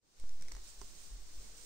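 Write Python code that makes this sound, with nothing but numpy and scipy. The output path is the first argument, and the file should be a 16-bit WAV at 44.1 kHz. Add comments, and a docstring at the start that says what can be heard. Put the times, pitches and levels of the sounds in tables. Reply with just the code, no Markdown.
"""A quiet rock cave heard from a hand-held phone. An even hiss fades in over faint cave air.
The grip closes with a low rumble, a push of pressure and two soft pops, and from here on hand movements
set off deep wobbles. The case ticks, murmurs and crackles under a scuffing palm. From about 0.6 s
fingers slide near the right microphone to the end, with one ringing knock on the case at 0.8 s.
Throughout, each microphone port colours the treble its own way."""
import sys
import numpy as np
from scipy import signal
from scipy.fft import rfft, irfft
from scipy.io import wavfile
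from scipy.ndimage import uniform_filter1d

SR = 44100
rng = np.random.default_rng(int(sys.argv[2]) if len(sys.argv) > 2 else 0)


def file_out(sig):
    """Save sig as 16-bit WAV at sys.argv[1]."""
    # one column per channel
    cols = np.atleast_2d(sig).T
    # limit, then scale
    lim = np.clip(cols, -1, 1)
    pcm = np.round(lim * 32767).astype(np.int16)
    wavfile.write(sys.argv[1], SR, pcm)


N = 72765
TOP_HZ = 15700

# fader ride of the cave air: t/s, level/dB
AIR_FADER = [(0, -113), (.04, -78.5), (.13, -73), (.2, -73.5), (.6, -73.5), (1.0, -70.5), (1.25, -72.5),
             (1.65, -73)]
# dark tone of the cave air: f/Hz, level/dB
AIR_EQ = [(20, 5), (110, -0.5), (200, -2), (400, -5), (600, -10.5), (1200, -16), (3000, -30)]
# fader ride of the hiss: t/s, level/dB
HISS_FADER = [(0, -105), (.025, -85), (.06, -76), (.13, -71), (.21, -63.5), (.27, -63), (.37, -64),
              (.5, -61.5), (.6, -59.5), (.68, -58.5), (.76, -60.5), (1.0, -59.5), (1.22, -60.5),
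              (1.43, -59), (1.65, -61)]
# nearly white tone of the hiss: f/Hz, level/dB
HISS_EQ = [(100, 0.5), (700, 2), (2100, 0.5), (6000, 2), (15500, 0.5)]
# sub-heavy tone of the handling rumble: f/Hz, level/dB
RUMBLE_EQ = [(6, 2.5), (15, -21), (45, -22.5), (90, -36), (200, -58), (1000, -95)]
# fader ride of the rubbed case's murmur: t/s, level/dB
MURMUR_FADER = [(0, -100), (.2, -83), (.35, -79.5), (.42, -68), (.56, -69.5), (.65, -86), (1.35, -82.5),
                (1.46, -70), (1.65, -68)]
# boxy tone of that murmur: f/Hz, level/dB
MURMUR_EQ = [(100, -6), (290, -2.5), (390, -10.5), (450, 4), (540, -7.5), (1000, -14), (2200, -11),
             (5000, -31)]
# cues for the palm scuffs: t/s, length/s, level/dB
SCUFF_CUES = [(0.299, 0.054, -70), (0.371, 0.099, -66), (0.503, 0.06, -66), (0.921, 0.074, -71),
              (1.354, 0.1, -72)]
# dull tone of a scuff: f/Hz, level/dB
SCUFF_EQ = [(40, -4.5), (110, -3.5), (165, 0.5), (260, -16), (1000, -25.5)]
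# crisp tone of the grip crackle: f/Hz, level/dB
CRACKLE_EQ = [(1000, -12), (2150, 5), (3000, 2), (6000, -2), (9000, 2), (15500, 2)]
# cues for the hand's wobbles: t/s, level/dB
WOBBLE_CUES = [(0.183, -50.5), (0.5133, -42), (0.769, -48.5), (1.097, -40.5), (1.347, -46.5), (1.439, -50)]
# cues for the grip's pressure pops: t/s, level/dB, attack/s
POP_CUES = [(0.195, -53, .005), (0.2395, -46.5, 0.00025)]
# cues for the case ticks: t/s, snap level/dB, ring level/dB, body level/dB, left minus right/dB
TICK_CUES = [(0.1982, -49.5, -64, -64, -13.5), (0.293, -46, -57, -72, 1), (0.3095, -75, -65, -64, 7),
             (0.3423, -58, -66, -66, -2), (0.4115, -50.5, -62, -54, -7), (0.4228, -42.5, -52.5, -65, -11),
             (0.4838, -43, -48.5, -58, -7), (0.5167, -55, -52, -54.5, -12.5), (0.5198, -39, -47, -49, -2.5),
             (.5500, -44, -53, -49.5, -1), (0.566, -57, -55, -45, -8.5), (.853, -64, -77, -76, -6)]
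# bright snap of a tick: f/Hz, level/dB
SNAP_EQ = [(1000, -20), (3000, -6), (5200, 3.5), (5900, 8.5), (6700, -3), (8600, 4), (11000, 0.5),
           (15500, 2.5)]
# midrange ring of a tick: f/Hz, level/dB
RING_EQ = [(900, -15.5), (1350, -5), (1700, -0.5), (2150, 5), (2450, -3), (2900, -14), (5000, -32)]
# hollow body of a tick: f/Hz, level/dB
BODY_EQ = [(100, -23), (240, -6.5), (370, 10.5), (650, -7), (1050, 2), (1600, -24), (4000, -17.5)]
# modes of the knocked case: f/Hz, level/dB, T60/s
CASE_MODES = [(264, -14.5, 0.038), (392, -8.5, 0.077), (596, -14, 0.021), (760, -14, 0.019),
              (908, -8, 0.029), (1030, -7.5, 0.036), (1310, -14.5, 0.037), (2030, -12.5, 0.017),
              (2900, -10, 0.0085), (4930, -6, 0.0078), (5260, -9, 0.006), (6100, -8.5, 0.015),
              (8430, -12.5, 0.02)]
# fader ride of the sliding fingers: t/s, level/dB
SLIDE_FADER = [(0, -100), (.2, -89), (.6, -73), (.645, -57), (.685, -52), (.77, -60.5), (.84, -55),
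               (.95, -57), (1.01, -55.5), (1.07, -56), (1.2, -66), (1.32, -61.5), (1.38, -59.5),
               (1.445, -55), (1.51, -59), (1.58, -54.5), (1.65, -51)]
# bright tone of skin on the case: f/Hz, level/dB
SLIDE_EQ = [(300, -5.5), (1500, -11.5), (3000, -2.5), (6000, 2), (8500, 3.5), (12000, 0), (15500, 2)]
# response of the left microphone port: f/Hz, gain/dB
LEFT_PORT_EQ = [(1000, 0.5), (3200, -1), (3800, 5.5), (4400, 4.5), (6300, 6), (7000, 1.5), (8000, -7),
                (10300, -12.5), (13000, -9.5), (15500, -8.5)]
# response of the right microphone port: f/Hz, gain/dB
RIGHT_PORT_EQ = [(1000, 0.5), (3200, 1), (3800, 0), (4300, 3), (5400, 3.5), (6800, 4), (8700, 5),
                 (9500, -1), (10300, -19), (12400, -9), (14400, -11.5), (15500, -3)]


def undb(db):
    """Decibels to gain."""
    return 10 ** (np.asarray(db) / 20)


def fader(points):
    """Gain over time from points of t/s, level/dB."""
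    return undb(np.interp(np.arange(N) / SR, *np.array(points).T))


def eq_gain(eq, size):
    """Gain per FFT bin from points of f/Hz, level/dB."""
    hz, db = np.array(eq).T
    f = np.maximum(np.arange(size // 2 + 1) * SR / size, 1)
    return undb(np.interp(np.log(f), np.log(hz), db))


def noise(eq):
    """Noise of rms 1, shaped by an EQ curve."""
    y = irfft(rfft(rng.standard_normal(N)) * eq_gain(eq, N), N)
    return y / y.std()


def wide_noise(eq):
    """Shaped noise, unrelated left and right."""
    return np.array([noise(eq), noise(eq)])


def wander(rate_hz):
    """Smooth random modulation of spread 1."""
    width = max(int(SR / rate_hz), 1)
    y = uniform_filter1d(uniform_filter1d(rng.standard_normal(N), width), width)
    return y / y.std()


def since(start):
    """Seconds since a cue, zero before it."""
    return np.maximum(np.arange(N) / SR - start, 0)


def decay(age, t60_s):
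    """Hard onset and exponential fall."""
    return (age > 0) * np.exp(-np.log(1000) * age / t60_s)


def rise(age, length_s):
    """Smooth fade from 0 to 1."""
    return np.sin(np.pi / 2 * np.minimum(age / length_s, 1)) ** 2


def swell(start_s, length_s):
    """Half-sine hump of height 1."""
    return np.sin(np.pi * np.minimum(since(start_s) / length_s, 1))


def pan(db):
    """Stereo gains for a left-minus-right level; negative leans right."""
    return undb(np.array([[db], [-db]]) / 2)


def mic_port(sound, eq):
    """A microphone port colours the sound as a minimum-phase filter."""
    cepstrum = irfft(np.log(eq_gain(eq, 2 * N)))
    causal_fold = np.r_[1, np.full(N - 1, 2), 1, np.zeros(N - 1)]
    response = np.exp(rfft(cepstrum * causal_fold))
    return irfft(rfft(sound, 2 * N) * response)[:N]


def cave_air():
    """Dark, gently wavering room tone: centred in the bass, wide above it."""
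    side_low_cut = signal.butter(1, 110, "high", fs=SR, output="sos")
    mid = noise(AIR_EQ)
    side = signal.sosfilt(side_low_cut, noise(AIR_EQ))
    waver = undb(2.55 * wander(rate_hz=9.8))
    return fader(AIR_FADER) * waver * np.array([mid + side, mid - side])


def hiss(flicker_from_hz=9500, flicker_db=3, bands=6):
    """A wide, even hiss fades in; its top bands flicker independently."""
    spectrum = rfft(wide_noise(HISS_EQ))
    f = np.arange(N // 2 + 1) * SR / N
    edges = np.linspace(flicker_from_hz, TOP_HZ, bands + 1)
    out = irfft(spectrum * (f < flicker_from_hz), N)
    for low, high in zip(edges, edges[1:]):
        band = irfft(spectrum * ((f >= low) & (f < high)), N)
        out += band * undb(flicker_db * wander(rate_hz=74))
    return fader(HISS_FADER) * out


def handling_rumble(width=0.43):
    """A sub rumble rolls on from the moment the grip closes."""
    envelope = undb(-50) * rise(since(0.14), length_s=0.092)
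    return envelope * (noise(RUMBLE_EQ) + width * wide_noise(RUMBLE_EQ))


def case_murmur():
    """The rubbed case hums faintly in its low resonances."""
    return fader(MURMUR_FADER) * pan(db=-2) * wide_noise(MURMUR_EQ)


def palm_scuffs(width=0.62):
    """The palm brushes the case in short, dull strokes."""
    envelope = sum(undb(db) * swell(start, length) for start, length, db in SCUFF_CUES)
    return envelope * (noise(SCUFF_EQ) + width * wide_noise(SCUFF_EQ))


def grip_crackle(grain_db=9):
    """The shifting grip puts a fine crackle between the ticks."""
    grain = undb(grain_db * wander(rate_hz=880))
    grain /= np.sqrt(np.mean(grain ** 2))
    envelope = undb(-63.5) * swell(start_s=0.43, length_s=0.131)
    return envelope * grain * pan(db=-3) * wide_noise(CRACKLE_EQ)


def grip_pressure(start_s=0.19, attack_s=0.067, release_s=0.42):
    """The closing grip gives one slow push of pressure."""
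    release = 1 - rise(since(start_s + attack_s), release_s)
    return undb(-32) * rise(since(start_s), attack_s) * release


def hand_wobbles(pitch_hz=39.4, attack_s=0.04, t60_s=0.373):
    """Each hand movement swells into a soft, damped sub-bass wobble."""
    out = np.zeros(N)
    for start, db in WOBBLE_CUES:
        age = since(start)
        fall = np.exp(-np.log(1000) * since(start + attack_s) / t60_s)
        out -= undb(db) * rise(age, attack_s) * fall * np.sin(2 * np.pi * pitch_hz * age)
    return out


def grip_pops(t60_s=0.093):
    """The grip slips: a step of pressure, soft or sudden, that leaks away."""
    return sum(undb(db) * rise(since(start), attack) * decay(since(start), t60_s)
               for start, db, attack in POP_CUES)


def case_ticks(snap_t60_s=0.0074, ring_t60_s=0.0077, body_t60_s=0.009):
    """The gripped case ticks: snap, ring and body are layered noise bursts, each with a faint tail."""
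    layers = [(wide_noise(SNAP_EQ), snap_t60_s),
              (wide_noise(RING_EQ), ring_t60_s),
              (wide_noise(BODY_EQ), body_t60_s)]
    out = np.zeros((2, N))
    for start, *levels, pan_db in TICK_CUES:
        age = since(start)
        attack = rise(age, length_s=0.00057)
        tail = undb(-23) * decay(age, t60_s=0.14)
        for db, (texture, t60_s) in zip(levels, layers):
            envelope = attack * (decay(age, t60_s) + tail)
            burst = texture * envelope
            # trim each side of the burst to the energy of its envelope
            trim = np.sqrt(np.sum(envelope ** 2) / np.sum(burst ** 2, axis=1, keepdims=True))
            out += pan(pan_db) * undb(db) * burst * trim
    return out


def case_knock(start_s=0.8153):
    """One firmer tap on the right rings the modes of the case."""
    age = since(start_s)
    ring = np.zeros(N)
    for hz, db, t60_s in CASE_MODES:
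        phase = 2 * np.pi * hz * age + rng.uniform(0, np.pi)
        ring += undb(db) * decay(age, t60_s) * np.sin(phase)
    return undb(-46.5) * pan(db=-13) * ring


def finger_slide(grain_db=1, drift_db=0.8, left_db=-9):
    """Skin drags over the case in tiny catches, close to the right microphone."""
    grain = undb(grain_db * wander(rate_hz=810) + drift_db * wander(rate_hz=41))
    grain /= np.sqrt(np.mean(grain ** 2))
    friction = undb([[left_db], [0]]) * wide_noise(SLIDE_EQ)
    return fader(SLIDE_FADER) * grain * friction


def scene():
    """The mix: a bed of hiss and cave air under the close sounds of the hand."""
    bed = hiss() + cave_air()
    low_end = handling_rumble() + grip_pressure() + hand_wobbles()
    rubbing = finger_slide() + case_murmur() + palm_scuffs() + grip_crackle()
    hits = case_ticks() + grip_pops() + case_knock()
    return bed + low_end + rubbing + hits


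def record(dry):
    """Each microphone port rings in the treble in its own way; the phone cuts the top."""
    heard = np.array([mic_port(dry[0], LEFT_PORT_EQ), mic_port(dry[1], RIGHT_PORT_EQ)])
    high_cut = signal.ellip(12, .1, 70, TOP_HZ, fs=SR, output="sos")
    return signal.sosfilt(high_cut, heard)


dry = scene()
out = record(dry)
file_out(out)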